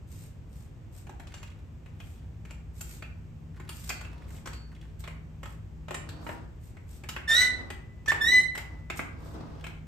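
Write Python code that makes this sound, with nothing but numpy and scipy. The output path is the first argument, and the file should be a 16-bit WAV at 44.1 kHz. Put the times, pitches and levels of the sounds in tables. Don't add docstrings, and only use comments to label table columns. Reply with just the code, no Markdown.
import sys
import numpy as np
from scipy import signal
from scipy.fft import rfft, irfft, next_fast_len
from scipy.io import wavfile

SR = 44100
rng = np.random.default_rng(int(sys.argv[2]) if len(sys.argv) > 2 else 0)


def materialize(psi):
    bounded = np.clip(np.atleast_2d(psi).T, -1, 1)
    quanta = np.round(bounded * 32767).astype(np.int16)
    wavfile.write(sys.argv[1], SR, quanta)


N = 435266
T = np.arange(N) / SR


# start_s, level_db, treble_db, resonance_hz
HANDLE_KNOCKS = [(1.197, -43, -6, 780), (1.27, -46, -5, 5740), (1.3396, -40, -6.5, 5970),
                 (1.4282, -42.5, -3, 2770), (1.859, -49.5, -12, 2350), (2.001, -44.5, -6, 2540),
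                 (2.4502, -49, -3.5, 2220), (2.5072, -45, -1, 2330), (2.808, -43.5, 8.5, 2700),
                 (2.811, -61.5, 27.5, 12300), (3.0225, -38.5, -12, 2580), (3.5984, -41.5, -11.5, 1620),
                 (3.6905, -36.5, -0.5, 9150), (3.8915, -33, 6, 4900), (3.9002, -28.5, -30, 2540),
                 (4.01, -39.5, -5, 1180), (4.048, -43.5, -9, 2560), (4.4571, -36, -4, 1360),
                 (4.4714, -34, -4.5, 1270), (4.5313, -43.5, 0, 4530), (5.0385, -39.5, -10.5, 3900),
                 (5.075, -38, -7, 1990), (5.943, -30.5, -5.5, 8360), (6.089, -41.5, -1, 3970),
                 (6.7675, -48, -14, 1950), (7.0357, -40, -8, 1750), (7.088, -31.5, -0.5, 5050),
                 (7.1623, -29, -15, 2200), (7.7018, -33.5, -4.5, 1920), (8.059, -41.5, -2.5, 5680),
                 (8.081, -32.5, 2.5, 3460), (8.117, -22.5, -13, 1940), (8.8996, -28, -11, 2170),
                 (8.992, -24.5, -25, 2060)]
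# start_s, level_db, treble_db, resonance_hz, rebound_gain_db
TURN_HITS = [(1.068, -47, -8, 800, 4), (5.4308, -37, -8.5, 1910, -2.5), (5.8823, -36, -11, 650, 6),
             (6.265, -31, -22.5, 1120, 1), (8.5509, -34.5, -2, 1930, 2.5), (9.6404, -37, -8, 2300, 0.5)]
# freq_hz, gain_db
KNOCK_EQ = [(100, 0), (350, 10), (700, 5.5), (1200, 5), (1900, 1.5), (2700, 4.5), (3600, 0), (5500, 0),
            (7800, 8), (10300, -10), (13300, 2.5), (16000, -24)]

def handle_knocks(chatter_s=0.0048, tail_s=0.021, attack_s=0.0023, rebound_s=0.025, ring_db=-11,
                  resonance_db=7, width_octaves=0.13, ripple_db=3, likeness=0.48, right_lag_s=0.00003):
    blows = list(HANDLE_KNOCKS)
    for start, db, treble_db, resonance_hz, rebound_db in TURN_HITS:
        blows.append((start, db, treble_db, resonance_hz))
        blows.append((start + rebound_s, db + rebound_db, treble_db, resonance_hz))
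    size = 2 ** 13
    t, hz = np.arange(size) / SR, np.fft.rfftfreq(size, 1 / SR)
    ripple_hz = np.geomspace(300, 16000, 70)
    envelope = (np.exp(-t / chatter_s) + amp(-15) * np.exp(-t / tail_s)) * (1 - np.exp(-t / attack_s))
    hits, drive = np.zeros((2, 2, N))
    for start, db, treble_db, resonance_hz in blows:
        left, other = rfft(rng.standard_normal((2, size)))
        right = blend(left, other, likeness) * np.exp(-2j * np.pi * hz * right_lag_s)
        resonance = 1 / (1 + (np.log2((hz + 1) / resonance_hz) / width_octaves) ** 2)
        body_db = -5 - 2 * np.log2(resonance_hz / 1800) - 0.1 * (db + 32)
        knee_hz = np.clip(1.05 * resonance_hz, 1800, 3200)
        shelves = [(550, body_db), (1000, 0), (knee_hz, 0), (6500, treble_db - 7.5)]
        eq_db = curve_at(KNOCK_EQ, hz) + curve_at(shelves, hz) + resonance_db * resonance
        eq_db += ripple_db * np.interp(hz, ripple_hz, rng.standard_normal(len(ripple_hz)))
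        spectrum = 3 * np.array([left, right]) * amp(db - 2 + eq_db)
        add(hits, start, irfft(spectrum) * envelope)
        add(drive, start, irfft(spectrum * (1 / 20 + resonance)) * envelope)
    return hits + amp(ring_db) * steel_ring(drive)


# pitch_hz, level_db, t60_s
STEEL_MODES = [(962, -18, 0.087), (1284, -53, 0.26), (1530, -52.5, 0.2), (1700, -34, 0.12),
               (2257, -44.5, 0.14), (2580, -30, 0.067), (3720, -33, 0.19), (4470, -29.5, 0.44),
               (7200, -15.5, 0.22), (8800, -24, 0.27)]

def steel_ring(drive):
    t = np.arange(SR) / SR
    ring = sum(amp(db - 60 * t / t60) * np.sin(2 * np.pi * (hz * t + rng.random((2, 1))))
               for hz, db, t60 in STEEL_MODES)
    return signal.oaconvolve(drive, ring, axes=1)[:, :N]


# start_s, attack_s, hold_s,
# length_s, level_db, brightness_db, roughness, first_pitch_hz, top_pitch_hz, mid_rise_s
PIVOT_SQUEALS = [(7.272, 0.031, 0.15, 0.22, -20, 2, 0.42, 1788, 1998, 0.085),
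                 (8.075, 0.017, .04, 0.035, -15.5, -13.5, 0.2, 1775, 1806, 0.08),
                 (8.202, .014, 0.17, 0.29, -17.5, -5, 0.03, 1759, 2017, .076)]

def dry_pivot(level_db=1, tube_hz=(1988, 2000), ring_t60_s=1.9, ring_db=-19):
    squeals = np.zeros(N)
    for start, *shape in PIVOT_SQUEALS:
        add(squeals, start, squeal(*shape))
    decay = np.exp(-np.log(1000) / (ring_t60_s * SR))
    poles = [decay * np.exp(2j * np.pi * hz / SR) for hz in tube_hz]
    tube = sum(2 * signal.lfilter([1 - decay], [1, -pole], squeals + 1e-12).real for pole in poles)
    return amp(level_db) * (squeals + amp(ring_db) * tube)


# pitch_ratio, level_db
SQUEAL_OVERTONES = [(2, -13), (3, -19), (4, -14), (5, -31), (6, -30.5), (7, -27.5)]
# pitch_ratio, level_db
SQUEAL_HALF_ORDERS = [(1.5, -25), (2.5, -30.5), (3.5, -34), (4.5, -32)]
# freq_hz, gain_db
OVERTONE_EQ = [(3550, 3.5), (3880, 11), (4060, 2.5), (5000, -6.5), (5700, 4.5), (6900, -13.5), (9300, 5.5),
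               (10200, -20), (11500, -3.5)]

def squeal(attack_s, hold_s, length_s, db, bright_db, roughness, first_hz, top_hz, mid_rise_s,
           rise_s=0.01865, fade_db_per_s=164, dull_db_per_s=57, dip_db=-7.5, flicker_db=3,
           waver=0.0057, jitter=0.0071, flutter=0.33, quarters_db=-9, grit_db=-13):
    t = np.arange(0, length_s, 1 / SR)

    def wobble(rate_hz):
        return wander(SR // 2, rate_hz)[:len(t)]

    risen = 1 / (1 + np.exp((mid_rise_s - t) / rise_s))
    hz = first_hz + (top_hz - first_hz) * risen
    fading_s = np.maximum(t - hold_s, 0)
    envelope = np.minimum(t / attack_s, 1) * amp(db - fade_db_per_s * fading_s)
    detune = 1 + waver * wobble(45) + jitter * roughness * wobble(260)
    phase = 2 * np.pi * np.cumsum(hz * detune) / SR
    overtones = sum(amp(gain_db + curve_at(OVERTONE_EQ, k * hz) + flicker_db * wobble(70))
                    * np.sin(k * phase) for k, gain_db in SQUEAL_OVERTONES)
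    halves = sum(amp(gain_db + flicker_db * wobble(70)) * np.sin(k * phase)
                 for k, gain_db in SQUEAL_HALF_ORDERS)
    quarters = sum(np.sin(k * phase) / k for k in (0.75, 2.25, 2.75, 3.25))
    tone = amp(dip_db * np.sin(np.pi * risen) + flicker_db * wobble(35)) * np.sin(phase)
    tone += amp(bright_db - dull_db_per_s * fading_s) * overtones
    tone += risen * (amp(bright_db) * halves + amp(quarters_db) * roughness * quarters)
    grit_band = signal.butter(4, [400, 8000], "band", fs=SR, output="sos")
    grit = unit(signal.sosfilt(grit_band, rng.standard_normal(SR)))[:len(t)] * (1 + np.sin(phase))
    sound = tone * (1 + flutter * roughness * wobble(260)) + amp(grit_db) * roughness * grit
    return envelope * sound * signal.windows.tukey(len(t), 0.1)


# start_s, length_s, level_db
LINKAGE_RATTLES = [(1.05, 0.66, -65.5), (1.82, 0.57, -73), (2.42, 0.12, -66.5), (3.5, 0.28, -64.5),
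                   (3.95, 0.57, -65), (4.65, 0.28, -64), (9.3, 0.53, -68)]

def linkage_rattle(ticks_per_s=70, parts=12, tick_s=0.005, spread_db=5, level_db=13, ring_db=-25):
    t, ticks = np.arange(SR // 20) / SR, np.zeros(N)
    for hz in np.geomspace(950, 3500, parts):
        tick = signal.lfilter(*signal.iirpeak(hz, 4, fs=SR), rng.standard_normal(len(t)))
        tick *= np.exp(-t / tick_s)
        triggers = rng.random(N) < ticks_per_s / parts / SR
        strength = amp(spread_db * np.clip(rng.standard_normal(N), -2, 1))
        ticks += signal.oaconvolve(triggers * strength, tick / abs(tick).max())[:N]
    ticks *= amp(level_db) * swells(LINKAGE_RATTLES)
    return ticks + amp(ring_db) * steel_ring(ticks[None])


# start_s, length_s, level_db
SWISH_STROKES = [(.06, 0.26, -64.5), (.48, 0.21, -71), (.91, 0.13, -66), (1.97, 0.24, -70),
                 (2.73, 0.13, -65), (2.83, 0.18, -59), (3.68, 0.31, -58.5), (4.26, 0.16, -62.5),
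                 (4.99, 0.027, -58.5), (5.47, 0.064, -67), (6.2, 0.17, -64.5), (6.59, 0.14, -70),
                 (6.86, 0.14, -64.5), (8.95, 0.064, -53.5), (9.17, 0.23, -72)]
# freq_hz, gain_db
SWISH_EQ = [(400, 2.5), (1500, 5.5), (2700, 5), (4000, 5.5), (6300, 6), (7500, 11.5), (9200, 9),
            (10300, -24), (11500, 5), (13900, 7), (15000, -13), (16000, -42)]

def swishes(level_db=3, grain_db=3.5, grain_hz=140):
    return stereo_noise(SWISH_EQ) * swells(SWISH_STROKES) * amp(level_db + grain_db * wander(N, grain_hz))


# start_s, length_s, level_db
RUB_STROKES = [(3.95, 0.61, -62), (5.97, 0.53, -55.5), (7.25, 0.51, -53.5), (8.15, 0.29, -49),
               (8.65, 0.18, -61.5), (9.05, 0.7, -53.5)]
# freq_hz, gain_db
RUB_EQ = [(100, -4.5), (250, 7), (400, 1), (750, -2.5), (1200, -4), (2200, -20), (5000, -20.5),
          (12000, -44.5)]

def jack_rub(level_db=2, grain_db=2.5, grain_hz=54):
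    return stereo_noise(RUB_EQ) * swells(RUB_STROKES) * amp(level_db + grain_db * wander(N, grain_hz))


# freq_hz, gain_db
AIR_EQ = [(15, -22), (30, -11.5), (59, 2.5), (95, 2.5), (174, -10), (457, -23.5), (800, -28.5),
          (1420, -35.5), (2620, -38), (4200, -47), (8000, -47.5), (10300, -68), (13500, -52.5),
          (16000, -79.5)]
# pitch_hz, level_db
HUM_TONES = [(59.5, -57), (157.5, -59.5), (227, -71.5)]
# time_s, gain_db
HUM_RIDE = [(1.2, -2.5), (2.7, 7.5), (5.9, 7), (6.6, 0), (9.5, 7.5)]

def room_tone(air_db=-44.5, drift_hz=1.507, waver_db=2):
    hum = np.zeros(N)
    for hz, db in HUM_TONES:
        level = amp(db + waver_db * wander(N, 0.97))
        pitch_hz = hz + drift_hz * wander(N, 3.65)
        hum += level * np.sin(2 * np.pi * np.cumsum(pitch_hz) / SR)
    hum *= np.sqrt(2) * amp(np.interp(T, *np.transpose(HUM_RIDE)))
    return amp(air_db) * stereo_noise(AIR_EQ) + hum * amp([[0.8], [-0.8]])


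# freq_hz, t60_s
GARAGE_DECAY = [(200, 0.8), (700, 0.49), (1800, 0.53), (4500, 0.36), (8000, 0.32), (14000, 0.23)]

def garage(x, wet_db, build_s=0.0014, echoes_per_s=4000):
    echoes = rng.choice([-1., 1.], (2, SR)) * (rng.random((2, SR)) < echoes_per_s / SR)
    hz, t, bands = signal.stft(echoes, SR, nperseg=256)
    bands = bands * amp(-60 * t / curve_at(GARAGE_DECAY, hz)[:, None])
    tail = signal.istft(bands * (1 - np.exp(-t / build_s)), SR, nperseg=256)[1]
    tail /= np.linalg.norm(tail, axis=1, keepdims=True)
    return x + amp(wet_db) * signal.oaconvolve(x, tail, axes=1)[:, :N]


# freq_hz, correlation
STEREO_LIKENESS = [(60, 0.92), (160, 0.77), (320, 0.8), (700, 0.0031), (1500, 0.23), (4000, 0.035),
                   (12000, 1)]

def stereo_noise(eq):
    size = next_fast_len(N, True)
    hz = np.fft.rfftfreq(size, 1 / SR)
    left, other = rfft(rng.standard_normal((2, size)))
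    right = blend(left, other, curve_at(STEREO_LIKENESS, hz))
    return unit(irfft(np.array([left, right]) * amp(curve_at(eq, hz)), size)[:, :N])


def blend(source, other, likeness):
    return likeness * source + np.sqrt(1 - likeness ** 2) * other


def swells(rows):
    return sum(amp(db) * np.sin(np.pi * np.clip((T - start) / length, 0, 1)) for start, length, db in rows)


def wander(size, rate_hz):
    hz = np.fft.rfftfreq(size, 1 / SR)
    return unit(irfft(rfft(rng.standard_normal(size)) / (1 + (hz / rate_hz) ** 4), size))


def curve_at(points, hz):
    point_hz, value = np.transpose(points)
    return np.interp(np.log(hz + 1), np.log(point_hz + 1), value)


def amp(db):
    return 10 ** (np.asarray(db) / 20)


def unit(x):
    return x / np.sqrt(np.mean(x ** 2) + 1e-20)


def add(mix, start_s, sound):
    part = mix[..., round(start_s * SR):][..., :sound.shape[-1]]
    part += sound[..., :part.shape[-1]]


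def scene(lag_radians=0.9):
    analytic = signal.hilbert(dry_pivot(), next_fast_len(N))[:N]
    pivot_pair = (analytic * np.exp(-1j * np.array([[0], [lag_radians]]))).real
    squeals = garage(pivot_pair, wet_db=-4.5) * amp([[-1.5], [1.2]])
    clatter = garage(handle_knocks() + linkage_rattle(), wet_db=-3.5)
    friction = garage(swishes() + jack_rub(), wet_db=0)
    return squeals + clatter + friction + room_tone()


def record(dry, cutoff_hz=16000):
    lowpass = signal.firwin(511, cutoff_hz, window=("kaiser", 9), fs=SR)
    return signal.oaconvolve(dry, lowpass[None], "same", axes=1)


dry = scene()
out = record(dry)
materialize(out)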